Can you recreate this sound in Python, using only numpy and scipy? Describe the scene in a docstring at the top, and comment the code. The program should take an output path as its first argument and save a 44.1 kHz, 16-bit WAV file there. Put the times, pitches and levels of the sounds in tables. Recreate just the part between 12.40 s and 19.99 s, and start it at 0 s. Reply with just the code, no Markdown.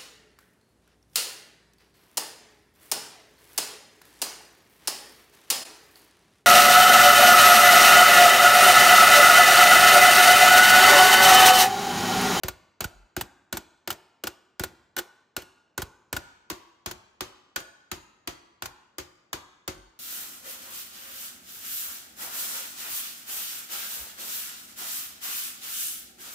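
"""Sharp steel taps, nearly three a second: a ball-peen hammer on a rivet in a flat bar lying on a vise.
Each blow cracks, rings bar and vise, and thumps the wooden bench. The loose bar chatters and, after
most blows, jumps and slaps back; now and then the bench rocks with a low hum. The workshop answers with
a short tail. The microphones listen in a narrow beam, then open wide halfway through."""
import sys
import numpy as np
from scipy import signal
from scipy.fft import rfft, irfft, next_fast_len
from scipy.io import wavfile

SR = 44100
rng = np.random.default_rng(int(sys.argv[2]) if len(sys.argv) > 2 else 0)


def wav_record(signal):
    """Record a signal, one row per channel, as 16-bit PCM in the file named by sys.argv[1]."""
    frames = np.transpose(np.atleast_2d(signal))
    bounded = np.clip(frames, -1, 1)
    # unit amplitude maps onto the largest positive 16-bit level
    quanta = np.round(bounded * 32767).astype(np.int16)
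    wavfile.write(sys.argv[1], SR, quanta)


N = 334719

# Noise colours: (frequency [Hz], level per Hz [dB])
AIR_COLOUR = [(30, -25), (60, -3), (100, 0), (360, -2), (1000, -6), (3000, -22), (7000, -34), (9000, -50),
              (16000, -70)]  # still room
CRACK_COLOUR = [(150, -13.5), (500, -3.5), (1000, 2), (1700, -6), (3500, -5.5), (6000, -7.5), (9000, -4),
                (13000, -4.5), (15500, -5), (16200, -24.5), (16900, -53)]  # body of the hit
SNAP_COLOUR = [(1500, -30.5), (4000, -17.5), (9000, 2.5), (15500, 5), (16200, -26), (16900, -28.5)]  # first touch of steel on steel
CHATTER_COLOUR = [(150, -6.5), (500, 1.5), (1200, 0), (3300, -7), (7000, -9), (10000, -10), (15500, -15.5),
                  (16500, -47.5)]  # loose bar
# Ringing modes of bar and vise: (frequency [Hz], level [dB], t60 [s])
BAR_MODES = [(790, -20.5, 0.04), (1100, -4, 0.014), (1428, -6, 0.16), (1468, 4.5, 0.037),
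             (1512, 1.5, 0.028), (1593, -5.5, 0.023), (1752, -3.5, 0.034), (2930, -9.5, 0.021),
             (3596, -17, 0.01), (3317, -9.5, 0.018), (4500, -20, 0.04), (5920, -15, 0.024),
             (6480, -27, 0.013)]
VISE_MODES = [(210.4, -6.5, 0.078), (279, -4.5, 0.054), (324.3, 0, 0.071), (362.3, 1, 0.096),
              (443, -13, 0.009), (577, -8.5, 0.072)]
# Weight of the bench thump: (frequency [Hz], level per Hz [dB])
THUMP_COLOUR = [(20, -33), (45, 3), (85, 7), (200, -7), (400, -21.5), (1000, -49)]
# Workshop tail: (frequency [Hz], t60 [s], level [dB])
ROOM_TAIL = [(30, 0.77, -3.5), (60, 0.19, 0.5), (200, 0.32, 9.5), (342, 0.71, 7), (556, 0.44, 8),
             (1000, 0.96, 4.5), (2500, 0.91, 0.5), (7560, 0.73, -3), (10000, 0.41, -0.5),
             (16000, 0.49, -15)]
# Hits, the last four columns relative to the hit's level:
# (time [s], level [dB], bar ring [dB], bar clink [dB], vise [dB], thump [dB])
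HAMMER_BLOWS = [(0.0339, -15, -13.5, -4, -13.5, -14), (0.4058, -13, -14, -11, -22, -22.5),
                (0.7646, -15.5, -10, -13, -11.5, -15), (1.1263, -14.5, -13.5, -12, -11, -21),
                (1.475, -16, -14.5, -9, -15, -30.5), (1.8372, -18, -15.5, 0.5, -10.5, -30.5),
                (2.1956, -15.5, -11, -7, -12, -13.5), (2.5651, -16, -8, -9, -19.5, -37.5),
                (2.9648, -15, -9, -26, -21.5, -25), (3.3776, -15, -10.5, -7.5, -14, -19),
                (3.7278, -14.5, -10, -23, -21.5, -18), (4.1, -22.5, -35.5, -9, -11, -31.5),
                (4.46, -22.5, -42.5, -19.5, -11.5, -16.5), (4.807, -22, -27, -7, -8.5, -23),
                (5.1602, -20, -7.5, -8, -16.5, -30), (5.5147, -22.5, -46, -6, -12, -18.5),
                (5.8738, -22.5, -32.5, 0.5, -11, -21.5), (6.222, -24.5, -16, -13, -13, -20.5),
                (6.5829, -24, -25, -12, -14, -22), (6.9297, -21, -11, -24, -12.5, -22.5),
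                (7.2775, -21.5, -17.5, -20, -9, -16.5)]
AFTER_SOUNDS = [(0.0823, -16.5, -8.5, -15, -24.5, -21.5), (0.4415, -19.5, -4.5, -2.5, -25.5, -9.5),
                (0.8097, -17.5, -14, 4.5, -24, -21.5), (1.1698, -19, -10, -13, -19, -23),
                (1.503, -17.5, -5.5, 5.5, -28, -25), (1.5113, -25, -19, -3.5, -14.5, -22.5),
                (1.5253, -28.5, -26.5, -4, -24.5, -29), (1.8699, -17.5, -7.5, -2.5, -21, -26),
                (2.2357, -16, -9.5, -16.5, -21.5, -27), (2.5765, -24.5, -2.5, 8, -10.5, -38),
                (2.5832, -20.5, -16, -11.5, -36.5, -41), (2.586, -20, -20, 4, -28.5, -33.5),
                (2.5896, -20, -1.5, -1.5, -14, -36.5), (3.0199, -38.5, -8.5, 8.5, -10, -19),
                (3.4187, -21, -6, 3, -21, -12), (3.7645, -20, -2.5, -0.5, -14.5, -18),
                (4.1122, -38.5, -10, -2, 4, -7), (4.511, -29.5, -13, -9, -13.5, -40),
                (5.2012, -39.5, -8, 3, -25.5, -16), (6.2561, -28.5, -15, -1.5, -34, -21),
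                (6.5971, -40.5, -16, 5, -0.5, -14)]  # the bar slapping back, or a faint late ring of the vise
# Voicing of each kind of hit, relative to its level: (crack fall in 10 ms [dB], chatter [dB], room [dB])
BLOW_VOICING, AFTER_VOICING = (-26, -20, -18.5), (-11.5, -25.5, -26.5)
# Bench rocking on: (middle [s], half length [s], frequency [Hz], level [dB])
BENCH_SHUDDERS = [(.6, .06, 46, -50), (7.42, .08, 47, -57), (.13, .03, 55, -50)]
# Pick-up patterns: (frequency [Hz], left-right likeness [0-1], left over right [dB], colour [dB])
NARROW_BEAM = [(60, 0.94, 0.5, -3.5), (300, 0.92, -0.5, 3.5), (800, 0.88, 1, 0.5), (1490, 0.95, 0.5, -3),
               (2290, 1, 0, 1), (16000, 1, -1.5, -2.5)]
WIDE_PATTERN = [(60, 0.91, 0, 0.5), (323, 0.78, 0.5, 4), (650, 0.17, 1.5, 4), (3000, 0.14, -0.5, 8),
                (4050, 0.074, 2.5, 8), (4870, 0.065, -1.5, 9.5), (5250, 0.07, 9.5, 4.5),
                (6880, 0.28, -1.5, 11), (7500, .15, 27, -6), (8400, 0.36, 1.5, 2.5), (11240, 1, -0.5, 2),
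                (16000, 0.72, 2, 1)]
# Phase between the channels: (frequency [Hz], left lead [rad])
LEFT_LEAD = [(30, 0), (500, .2), (2050, 0), (3300, .6), (5000, .45), (5850, -.65), (6800, -.1), (8300, -1),
             (9300, -2.55), (10200, -3.2), (11500, -4.45), (13000, -6), (14500, -7.2), (16200, -8.9)]
# The microphones open up: (time [s], share of the wide pattern [0-1])
OPENING = [(3.76, 0.15), (3.86, 1)]

WIDE_ROOM_DB, WIDE_CHATTER_DB = 6, 3.5  # the wide pattern hears more workshop and more chatter
DAMP_S, DAMP_DB = 0.016, -14.5  # damping of the bar's ring: time constant and final depth
THUMP_DELAY_S = 0.0032  # from contact to bench top
CLINK_ABOVE_HZ, TOP_HZ = 2500, 16950


def amp(db):
    return 10 ** (np.asarray(db) / 20)


def along(points, hz, column=1):
    """Read a table column along a log frequency axis."""
    table = np.array(points, float)
    return np.interp(np.log(hz + 1), np.log(table[:, 0] + 1), table[:, column])


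def filtered(x, response):
    """Shape x with a complex frequency response."""
    size = next_fast_len(x.shape[-1] + 8192)
    return irfft(rfft(x, size) * response(np.fft.rfftfreq(size, 1 / SR)), size)[..., :x.shape[-1]]


def noise(colour, size):
    """Two unrelated coloured noises of rms 1."""
    x = filtered(rng.standard_normal((2, size)), lambda hz: amp(along(colour, hz)))
    return x / np.sqrt(np.mean(x ** 2) + 1e-20)


def onset(t, attack_s=0.00087):
    """The fast front edge of a noise burst."""
    return 1 - np.exp(-t / attack_s)


def still_air():
    """A faint, dark bed of room tone."""
    return amp(-75) * noise(AIR_COLOUR, N)


def steel_crack(t, fall_db):
    """Steel meets steel: a broad burst holds a moment, then drops; its bright snap dies sooner."""
    burst = amp(fall_db * (t / .01) ** 1.4)
    body = amp(-6.5) * noise(CRACK_COLOUR, len(t)) * burst
    snap = amp(-10.5) * noise(SNAP_COLOUR, len(t)) * burst ** 3
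    return (body + snap) * onset(t)


def bar_chatter(t, t60=0.18):
    """The loose bar chatters on the vise: a fading rasp of noise."""
    return noise(CHATTER_COLOUR, len(t)) * amp(-60 * t / t60) * onset(t)


def ringing(modes, t, attack_s, detune, lift_db=0):
    """Damped modes, slightly detuned and at new strengths and phases for each hit and path."""
    hz, db, t60 = np.transpose(modes)[..., None]
    strength, phase, drift = rng.standard_normal((3, 2, len(modes), 1))
    hz = hz * (1 + detune * drift)
    envelopes = amp(db + lift_db + 2 * strength - 60 * t / t60)
    partials = envelopes * np.sin(2 * np.pi * hz * t + 1.33 * phase)
    return partials.sum(axis=1) * (1 - np.exp(-(t / attack_s) ** 2))


def bar_ring(t, ring_db, clink_db):
    """The bar's low modes ring and its high modes clink; they hold a moment, then are quickly damped."""
    lift_db = np.where(np.array(BAR_MODES)[:, :1] > CLINK_ABOVE_HZ, clink_db, ring_db)
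    damping = amp(DAMP_DB * (1 - np.exp(-(t / DAMP_S) ** 2)))
    return damping * ringing(BAR_MODES, t, attack_s=0.0027, detune=0.007, lift_db=lift_db)


def vise_clunk(t):
    """The vise's low modes swell in just behind the bar."""
    return ringing(VISE_MODES, t, attack_s=0.01, detune=0.025)


def bench_thump(t, lag_at_100hz_s=0.0132, slope=0.2908):
    """A bending wave in the bench top: low frequencies travel slowest, so the thud glides down."""
    def bending(hz):
        cycles = lag_at_100hz_s * 100 * (hz / 100) ** slope / slope + hz * THUMP_DELAY_S
        return amp(along(THUMP_COLOUR, hz)) * np.exp(-2j * np.pi * cycles)

    wave = filtered(signal.unit_impulse(len(t)), bending)
    polarity = [[1], [rng.choice([-1, 1])]]  # the second path flips at random
    return wave / np.abs(wave).max() * polarity


def workshop_tail(x):
    """The room answers: each frequency dies at its own speed, with new echoes for every hit."""
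    hz, t = np.fft.rfftfreq(256, 1 / SR), np.arange(165) * 128 / SR
    echoes = rng.standard_normal((2, len(hz), len(t), 2)) @ [1, 1j]
    t60, db = along(ROOM_TAIL, hz)[:, None], along(ROOM_TAIL, hz, column=2)[:, None]
    tail = signal.istft(echoes * amp(db - 60 * t / t60), SR, nperseg=256)[1]
    tail *= onset(np.arange(tail.shape[1]) / SR, attack_s=.01)  # the first walls take time to answer
    return signal.fftconvolve(x, tail / np.linalg.norm(tail[0]), axes=1)


def hammering():
    """Every hit layers crack, chatter, bar, vise and thump, and sends them to the room."""
    out, t = np.zeros((2, N + SR)), np.arange(SR // 8) / SR
    hits = [row + BLOW_VOICING for row in HAMMER_BLOWS] + [row + AFTER_VOICING for row in AFTER_SOUNDS]
    for start, db, ring_db, clink_db, vise_db, thump_db, fall_db, chatter_db, room_db in hits:
        wide = np.interp(start, *np.transpose(OPENING))
        crack = steel_crack(t, fall_db)
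        chatter = amp(chatter_db + WIDE_CHATTER_DB * wide) * bar_chatter(t)
        bar = bar_ring(t, ring_db, clink_db)
        vise = amp(vise_db) * vise_clunk(t)
        thump = amp(thump_db) * bench_thump(t)
        send = crack + amp(-8) * chatter + amp(-4.5) * bar + amp(-6.5) * vise + amp(3) * thump
        hit = amp(room_db + WIDE_ROOM_DB * wide) * workshop_tail(send)
        hit[:, :len(t)] += crack + chatter + bar + vise + thump
        out[:, round(start * SR):][:, :hit.shape[1]] += amp(db) * hit
    return out[:, :N]


def bench_shudder():
    """After some blows the bench rocks on with a low hum."""
    t, phase = np.arange(N) / SR, np.array([[0], [np.pi / 2]])
    hum = np.zeros((2, N))
    for middle, half_length, hz, db in BENCH_SHUDDERS:
        swell = amp(db) * np.exp(-((t - middle) / half_length) ** 4)
        hum += swell * np.sin(2 * np.pi * hz * (t - middle) + phase)
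    return hum


def microphones(paths, pattern):
    """Blend two sound paths to the width, balance, colour and phase lead of a pick-up pattern."""
    size = next_fast_len(N + 8192)
    hz = np.fft.rfftfreq(size, 1 / SR)
    mid, side = rfft(paths, size)
    spread = np.arccos(np.clip(along(pattern, hz), 0, .98)) / 2
    left_right = np.array([[.5], [-.5]])
    stereo = np.cos(spread) * mid + 2 * left_right * np.sin(spread) * side
    gain = amp(along(pattern, hz, column=3) + left_right * along(pattern, hz, column=2))
    lead = np.exp(1j * left_right * along(LEFT_LEAD, hz))
    return irfft(stereo * gain * lead, size)[:, :N]


def scene():
    """The whole workshop, crossfaded from the narrow beam to the wide pattern."""
    paths = still_air() + hammering() + bench_shudder()
    wide = np.interp(np.arange(N) / SR, *np.transpose(OPENING))
    return (1 - wide) * microphones(paths, NARROW_BEAM) + wide * microphones(paths, WIDE_PATTERN)


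def record(dry):
    """A brick-wall cut takes off the very top."""
    return filtered(dry, lambda hz: hz < TOP_HZ)


dry = scene()
out = record(dry)
wav_record(out)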